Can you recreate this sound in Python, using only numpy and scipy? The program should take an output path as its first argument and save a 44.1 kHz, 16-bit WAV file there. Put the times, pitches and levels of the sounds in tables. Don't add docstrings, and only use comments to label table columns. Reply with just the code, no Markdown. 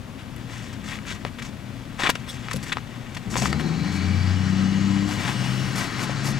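import sys
import numpy as np
from scipy import signal
from scipy.fft import rfft, irfft
from scipy.io import wavfile
from scipy.ndimage import uniform_filter1d

SR = 44100
rng = np.random.default_rng(int(sys.argv[2]) if len(sys.argv) > 2 else 0)


def waveform_to_disk(signal):
    frames = np.transpose(np.atleast_2d(signal))
    scaled = np.clip(frames, -1, 1) * 32767
    samples = np.round(scaled).astype(np.int16)
    wavfile.write(sys.argv[1], SR, samples)


def natural_amplitude(level_db):
    exponent = np.asarray(level_db, float) / 20
    return 10 ** exponent


N = 281799
TIME = np.arange(N) / SR
HZ = np.maximum(np.arange(N // 2 + 1) * SR / N, 1)


def on_log(table):
    hz, value = np.transpose(table)
    return np.interp(np.log(HZ), np.log(hz), value)


def unit(x):
    return x / np.sqrt(np.mean(x ** 2))


def band(x, lo_hz, hi_hz):
    return signal.sosfilt(signal.butter(2, [lo_hz, hi_hz], "bandpass", fs=SR, output="sos"), x)


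def colour(x, table):
    return unit(irfft(rfft(x) * natural_amplitude(on_log(table)), N))


def ring(x, modes):
    return sum(natural_amplitude(db) * signal.lfilter(*signal.iirpeak(hz, hz / width_hz, SR), x) for hz, width_hz, db in modes)


def swell(at_s, half_s):
    return np.exp(-((TIME - at_s) / half_s) ** 2)


def columns(table):
    s, *cols = np.transpose(table)
    gate = np.interp(TIME, [s[0] - .005, s[0], s[-1], s[-1] + .005], [0, 1, 1, 0])
    return gate, [np.interp(TIME, s, col) for col in cols]


def walk(rate_hz):
    hold = int(SR / rate_hz)
    steps = np.repeat(rng.standard_normal(N // hold + 1), hold)
    return 1.3 * uniform_filter1d(uniform_filter1d(steps, hold), hold)[:N]


# frequency in Hz, level in dB per Hz.
YARD_AIR = [(12, -37), (20, -11.5), (70, -6.5), (134, -3.5), (255, -10), (367, -17), (422, -22.5),
            (542, -19.5), (759, -23.5), (949, -24.5), (1090, -24.5), (2200, -29), (2750, -29.5),
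            (14700, -48), (16000, -54.5)]
# frequency in Hz, likeness 0-1.
PORT_LIKENESS = [(40, .8), (130, .85), (640, .8), (3100, .65), (6800, .45), (15000, .2)]
# frequency in Hz, width in Hz, level in dB.
MACHINE_HUM = [(119.4, 2.4, -42.5), (174.7, 9.4, -54), (206, 5.7, -46.5), (235.4, 10, -47),
               (268.8, 3.7, -51)]


def yard():
    mid, side = rfft(rng.standard_normal((2, N))) * natural_amplitude(on_log(YARD_AIR))
    alike = np.clip(on_log(PORT_LIKENESS), 0, 1)
    mid, side = np.sqrt(1 + alike) * mid, np.sqrt(1 - alike) * side
    air = irfft([mid + side, mid - side], N)
    hum = 0
    for hz, width_hz, db in MACHINE_HUM:
        rough = unit(ring(rng.standard_normal(N), [(hz, width_hz, 0)]))
        hum = hum + natural_amplitude(db) * unit(1.07 * np.sin(2 * np.pi * hz * TIME) + rough)
    air_db = -34.5 - 3.5
    return natural_amplitude(air_db) * unit(air) * natural_amplitude(0.39 * walk(0.85)) + hum


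# time in seconds, level in dB.
RUSTLE = [(0.0, -61), (0.42, -52.5), (0.6, -48.5), (1.1, -54.5), (1.58, -55), (2.37, -47.5), (2.47, -43.5),
          (2.85, -51), (3.4, -49)]
# frequency in Hz, level in dB.
SHEAR = [
    [(500, -40), (1000, -4.5), (1400, 4.5), (3600, 2.5), (4100, -7), (6000, -45.5)],
    [(150, -22), (400, -2), (800, 3), (1100, -4.5), (1800, -51)],
    [(2500, -73), (4300, 3.5), (5500, 5.5), (8000, 3.5), (9500, -16), (13000, -42)],
    [(6500, -42), (9000, 0), (12000, -3.5), (15500, -12), (16000, -40)],
]
# start in seconds, length in seconds, level in dB, brightness in dB.
CUTS = [(0.177, 0.049, -46, -16), (0.488, 0.099, -44.5, -6), (0.572, 0.13, -49.5, -5),
        (0.727, 0.014, -42.5, -5), (0.837, 0.057, -45.5, -3.5), (0.871, 0.098, -38, -9),
        (1.055, 0.1, -38.5, -6.5), (1.257, 0.029, -40.5, -13), (1.383, 0.023, -38.5, -11.5),
        (1.417, 0.021, -41.5, -7), (1.439, 0.032, -43, -4), (1.47, .029, -50, -3)]
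# start in seconds, length in seconds, level in dB, brightness in dB.
FLEXES = [(1.979, 0.08, -34, -7), (2.03, 0.057, -27, -13), (2.089, 0.017, -25.5, -4),
          (2.151, 0.0095, -35.5, -5), (3.164, 0.017, -37, -12.5), (3.295, 0.063, -44, 3.5),
          (3.353, 0.054, -36, 3), (3.407, 0.068, -34.5, 0.5), (3.526, 0.0065, -42, 5),
          (3.59, .025, -38, -6)]
# start in seconds, length in seconds, level in dB, brightness in dB.
FLICKS = [(2.276, 0.094, -52.5, 2), (2.51, 0.0092, -32.5, -5), (2.531, 0.0068, -31.5, -2.5),
          (2.549, 0.024, -54, 11.5), (2.626, 0.018, -43, 4), (2.646, 0.064, -42, -5.5),
          (2.719, .016, -23.5, -17), (3.145, 0.012, -39, -6), (3.469, 0.047, -40, -3),
          (3.915, 0.065, -50.5, 4)]
# start in seconds, length in seconds, level in dB, brightness in dB.
TRIMS = [(5.069, 0.095, -40.5, -4.5), (5.168, 0.07, -39, -6), (5.23, 0.094, -34, -8),
         (5.426, 0.048, -38.5, -11), (5.751, 0.044, -38, 0.5), (5.776, .09, -35.5, -5.5),
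         (5.979, 0.075, -39.5, -4), (6.023, 0.029, -35, -3), (6.077, 0.054, -43, -9),
         (6.232, .072, -37, -0.5), (6.299, 0.026, -51, 3.5)]
# frequency in Hz, width in Hz, level in dB.
SQUEAK = [(3470, 590, 2), (5200, 340, -2), (8100, 900, -10)]


def strokes(smooth=0.8, edge=0.27, rise=0.22):
    tick_db = 1.6 * np.minimum(rng.exponential(size=N), 3)
    ticks = (rng.random(N) < 4000 / SR) * rng.standard_normal(N) * natural_amplitude(tick_db)
    tear = (unit(ticks) + smooth * rng.standard_normal(N)) * natural_amplitude(.9 * walk(90))

    gate, (soft_db,) = columns(RUSTLE)
    power = (gate * natural_amplitude(soft_db + np.array([[0], [-9], [-9.5], [-26]]))) ** 2
    kinds = [(CUTS, -13, -18.5, .4), (FLEXES, -3.5, -14.5, 0.95), (FLICKS, -20, -12.5, 1.1), (TRIMS, -3.5, -7, 1.7)]
    for events, dull_db, air_db, air_slope in kinds:
        for s, length_s, db, bright_db in events:
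            span = slice(int(s * SR), int((s + 2 * length_s) * SR))
            along = (TIME[span] - s) / length_s
            flat = np.interp(along, [0, rise, 1 - edge, 1 + edge], [0, 1, 1, 0])
            hump = np.sin(np.pi * np.clip(along / 1.14, 0, 1)) ** 0.48
            shapes = np.array([flat, flat, (flat + hump) / 2, hump])
            share_db = np.array([0, dull_db, bright_db, air_db + air_slope * bright_db])
            power[:, span] += (shapes * natural_amplitude(db + share_db)[:, None]) ** 2

    out = unit(ring(rng.standard_normal(N), SQUEAK)) * natural_amplitude(-35.5) * swell(2.297, 0.014)
    for range_power, table in zip(power, SHEAR):
        patches = natural_amplitude(1.5 * walk(150))
        out = out + np.sqrt(range_power) * patches * colour(tear, table)
    return out


# time in seconds, peak in dB, ring in Hz.
CLICKS = [
    (0.362, -34, 1970),
    (0.381, -46, 501),
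    (2.1, -10, 2800),
    (2.533, -23, 2100),
    (2.561, -26, 500),
    (2.568, -28, 525),
]
# time in seconds, peak in dB, ring in Hz.
SNAPS = [(0.886, -24, 3000), (0.987, -21, 1360), (1.051, -25, 1570), (1.113, -22, 640), (1.249, -8.5, 630),
         (1.423, -22, 3260), (1.996, -12, 740), (2.02, -12, 1210), (2.034, -4, 1700), (2.07, -5, 1240),
         (2.091, -9.5, 853), (2.096, -5, 960), (2.154, -13.5, 1430), (2.277, -25, 1100),
         (2.484, -15.5, 1250), (2.512, -13, 1270), (2.665, -23, 1800), (2.695, -21, 1620),
         (2.725, -13, 2430), (2.769, -10.5, 826), (2.782, -19, 1290), (3.074, -30, 883), (3.169, -16, 1950),
         (3.34, -14.5, 1350), (3.355, -10, 957), (3.366, -9, 990), (3.421, -11, 662), (3.456, -8, 1210),
         (3.528, -9, 1280), (3.596, -17, 1370)]
# time in seconds, level in dB, frequency in Hz, T60 in seconds.
WOBBLES = [(1.251, -25, 583, 0.056), (2.036, -14, 337, 0.017), (2.092, -15.5, 295, 0.03),
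           (2.541, -25, 514, 0.049), (2.544, -21.5, 136.5, 0.19), (2.556, -21, 192, 0.091),
           (2.571, -29, 245, 0.087), (2.095, -18, 556, .025), (3.357, -23, 520, 0.034), (4.0, -36, 30, .2),
           (6.095, -22, 550, 0.027)]


def snaps(crack_s=0.00056):
    out, t = np.zeros(N + 9000), np.arange(9000) / SR
    kick = band(band(1. * (t == 0), 410, 3900), 250, 5100)
    for events, t60_s, crack_db in [(SNAPS, 0.024, -29), (CLICKS, 0.047, 5)]:
        fade = natural_amplitude(-60 * t / t60_s)
        for s, db, hz in events:
            tone = 0.39 * np.sin(2 * np.pi * hz * t) * fade ** 2
            rough = 0.5 * band(rng.standard_normal(len(t)), 0.5 * hz, 2 * hz) * fade
            crack = band(rng.standard_normal(len(t)), 2200, 11400) * np.exp(-t / crack_s)
            snap = tone + rough - 3.6 * kick + 0.84 * natural_amplitude(crack_db) * crack
            out[int((s + .0013) * SR):][:len(t)] += natural_amplitude(db) * snap
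    for s, db, hz, t60_s in WOBBLES:
        out[int(s * SR):][:len(t)] += natural_amplitude(db - 60 * t / t60_s) * np.sin(2 * np.pi * hz * t)
    return out[:N]


# frequency in Hz, width in Hz, level in dB.
PIPE = [(56, 16, -32), (71.8, 15, -37), (92, 6.8, -24), (100.4, 5.1, -28.5), (108, 12, -38),
        (126, 19, -26.5), (158.6, 13, -23.5), (172.4, 20, -31.5), (193.9, 13, -22.5), (230, 22.5, -29.5),
        (275, 15, -41), (300.7, 25, -25), (322, 16, -34.5)]


def pipe(hz):
    return np.sqrt(sum((natural_amplitude(db) / (1 + (2 * (hz - f) / width_hz) ** 2)) ** 2 for f, width_hz, db in PIPE))


def lines(hz, orders, gains, wobble=.0025, flutter_db=1.2):
    turns = np.cumsum(hz * (1 + wobble * walk(25))) / SR
    out = 0
    for order, gain in zip(orders, gains):
        tone = np.sin(2 * np.pi * (order * turns + rng.random()))
        out = out + gain * natural_amplitude(flutter_db * walk(18)) * tone
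    return np.sqrt(2) * out, turns


# time in seconds, firing rate in Hz, effort in dB.
REVS = [(3.27, 53.09, -6), (3.32, 56.67, -7), (3.5, 71.32, 2.5), (3.7, 80, -2.8), (4.0, 88.53, -0.5),
        (4.25, 92.22, 1.3), (4.65, 96.17, 1.2), (5.0, 98.6, 0.5), (5.3, 101.3, -13.5), (5.85, 107.2, -8.5),
        (6.39, 108.6, -3.5)]
FIRING_DB = [0, -.1, -7]
UNEVEN_DB = [-10, -10, -12, -20.5]


def exhaust():
    gate, (hz, effort_db) = columns(REVS)
    crank_hz = hz / 3
    even, odd = [3, 6, 9], [4, 5, 7, 8]
    up = np.clip((hz - 88) / 4, 0, 1)
    gains = [natural_amplitude(effort_db + db) * pipe(k * crank_hz) for k, db in zip(even, FIRING_DB)]
    gains += [up * natural_amplitude(db) * pipe(k * crank_hz) for k, db in zip(odd, UNEVEN_DB)]
    tones, turns = lines(crank_hz, even + odd, gains)
    firing_phase = 3 * turns % 1
    return uniform_filter1d(gate, size=2000) * tones, hz, firing_phase


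# time in seconds, half-length in seconds, turn rate in Hz, climb in Hz per s, level in dB.
SHAFTS = [
    (3.951, 0.26, 97.45, 16, -31),
    (5.548, 0.28, 64.5, 4, -27),
    (6.285, 0.31, 67.9, 4.4, -29.5),
]
SHAFT_ORDERS_DB = [0, -7, -23.5]


def shafts():
    out = 0
    for s, half_s, hz, climb, db in SHAFTS:
        tones, _ = lines(hz + climb * (TIME - s), [2, 3, 4], natural_amplitude(np.array(SHAFT_ORDERS_DB)))
        out = out + natural_amplitude(db) * swell(s, half_s) * tones
    return out


# time in seconds, half-length in seconds, frequency in Hz, width in Hz, level in dB.
PANELS = [(3.9, 0.11, 139, 7.4, -36), (5.0, 0.26, 1003, 180, -50), (5.9, 0.33, 1480, 310, -41.5),
          (3.63, 0.09, 322, 35, -34.5), (3.8, 0.69, 762, 34, -49), (4.05, 0.29, 2310, 140, -44),
          (4.55, 0.26, 347, 16, -48), (4.7, 0.73, 2930, 150, -46.5), (5.5, 0.32, 2880, 340, -43),
          (5.45, 0.28, 5170, 400, -47), (5.6, 0.29, 575.3, 51, -46)]


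def panels():
    shake = rng.standard_normal(N)
    return sum(natural_amplitude(db) * swell(s, half_s) * unit(ring(shake, [(hz, width_hz, 0)]))
               for s, half_s, hz, width_hz, db in PANELS)


# frequency in Hz, width in Hz, level in dB.
RUMBLE = [(60, 40, -8), (123, 21, 2), (183, 110, 19), (235, 52, -12), (280, 41, -1.5), (313, 23, -6)]
# frequency in Hz, width in Hz, level in dB.
BLOCK = [(800, 140, 2), (1100, 1900, 1), (1480, 520, 2), (2220, 730, -5.5), (3100, 960, -0.5),
         (4160, 660, 6.5)]
# frequency in Hz, level in dB.
VALVES = [(2500, -44), (4500, 1), (5500, 2), (8000, -4), (10000, -21), (14000, -49)]


def engine():
    tones, hz, phase = exhaust()
    start_s, catch_s = 3.25, 0.25
    since = np.maximum(TIME - start_s, 0)
    catch = np.exp(-((since - catch_s) / 0.17) ** 2)
    rumble_db = -33 + 5 * catch - 1.02 * since + 1.0 * walk(10)
    rumble = unit(band(ring(rng.standard_normal(N), RUMBLE), 35, 347))
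    rumble = rumble * natural_amplitude(rumble_db) * np.minimum(since / 0.029, 1)

    puff = 2.2 + np.exp(-phase / 0.72)
    block, valves = rng.standard_normal((2, N)) * puff * natural_amplitude(.7 * walk(25))
    clatter = unit(band(ring(block, BLOCK) + 0.1 * block, 350, 3150))
    clatter = clatter + natural_amplitude(-9.5) * colour(valves, VALVES)
    clatter = clatter * natural_amplitude(-37) * (hz / 100) ** 1.4 * np.minimum(since / catch_s, 1)
    return tones + shafts() + panels() + rumble + clatter


# time in seconds, frequency in Hz, level in dB.
TURBO = [(3.5, 4150, -48), (3.95, 4250, -44.5), (4.2, 4620, -46), (4.5, 5600, -51), (5, 7300, -54),
         (5.3, 8250, -52), (5.65, 9150, -55), (6, 9900, -60), (6.39, 10300, -63)]


def turbo():
    gate, (hz, db) = columns(TURBO)
    spin = np.exp(2j * np.pi * np.cumsum(hz * (1 + .008 * walk(30))) / SR)
    flow = uniform_filter1d(uniform_filter1d(rng.standard_normal((2, N)), size=75), size=75)
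    whistle = unit(flow[0] * spin.real + flow[1] * spin.imag)
    return gate * natural_amplitude(db - 2.5 + 1.5 * walk(12)) * whistle


def scene():
    tail = band(rng.standard_normal((2, 4000)) * natural_amplitude(-60 * np.arange(4000) / SR / 0.049), 550, 15600)
    tail = tail / np.sqrt(np.sum(tail[0] ** 2))
    near = strokes() + snaps() + engine() + turbo()
    echoes = signal.fftconvolve(near[None], tail, axes=1)[:, :N]
    return near + natural_amplitude(-8.5) * echoes + yard()


def top_cut(x):
    return signal.sosfilt(signal.butter(12, 16510, fs=SR, output="sos"), x)


# frequency in Hz, left minus right in dB.
LEFT_OVER_RIGHT = [(60, 9.5), (110, 9.5), (200, 8.0), (380, 9.0), (700, 8.5), (1290, 7.5), (2380, 6.0),
                   (4400, 3.5), (8120, 2.5), (15000, 2.0)]
# frequency in Hz, phase in radians.
LEFT_LEAD = [(100, -0.44), (1500, -0.67), (2500, -0.15), (3300, -0.74), (4500, -0.38), (7300, 0.29),
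             (10000, -1.16), (12000, 0.97)]


def record(dry):
    right = natural_amplitude(-on_log(LEFT_OVER_RIGHT)) * np.exp(-1j * on_log(LEFT_LEAD))
    ports = 2 * np.array([np.ones(len(HZ)), right]) / np.abs(1 + right) * (HZ < 15850)
    return top_cut(irfft(rfft(dry) * ports, N))


dry = scene()
out = record(dry)
waveform_to_disk(out)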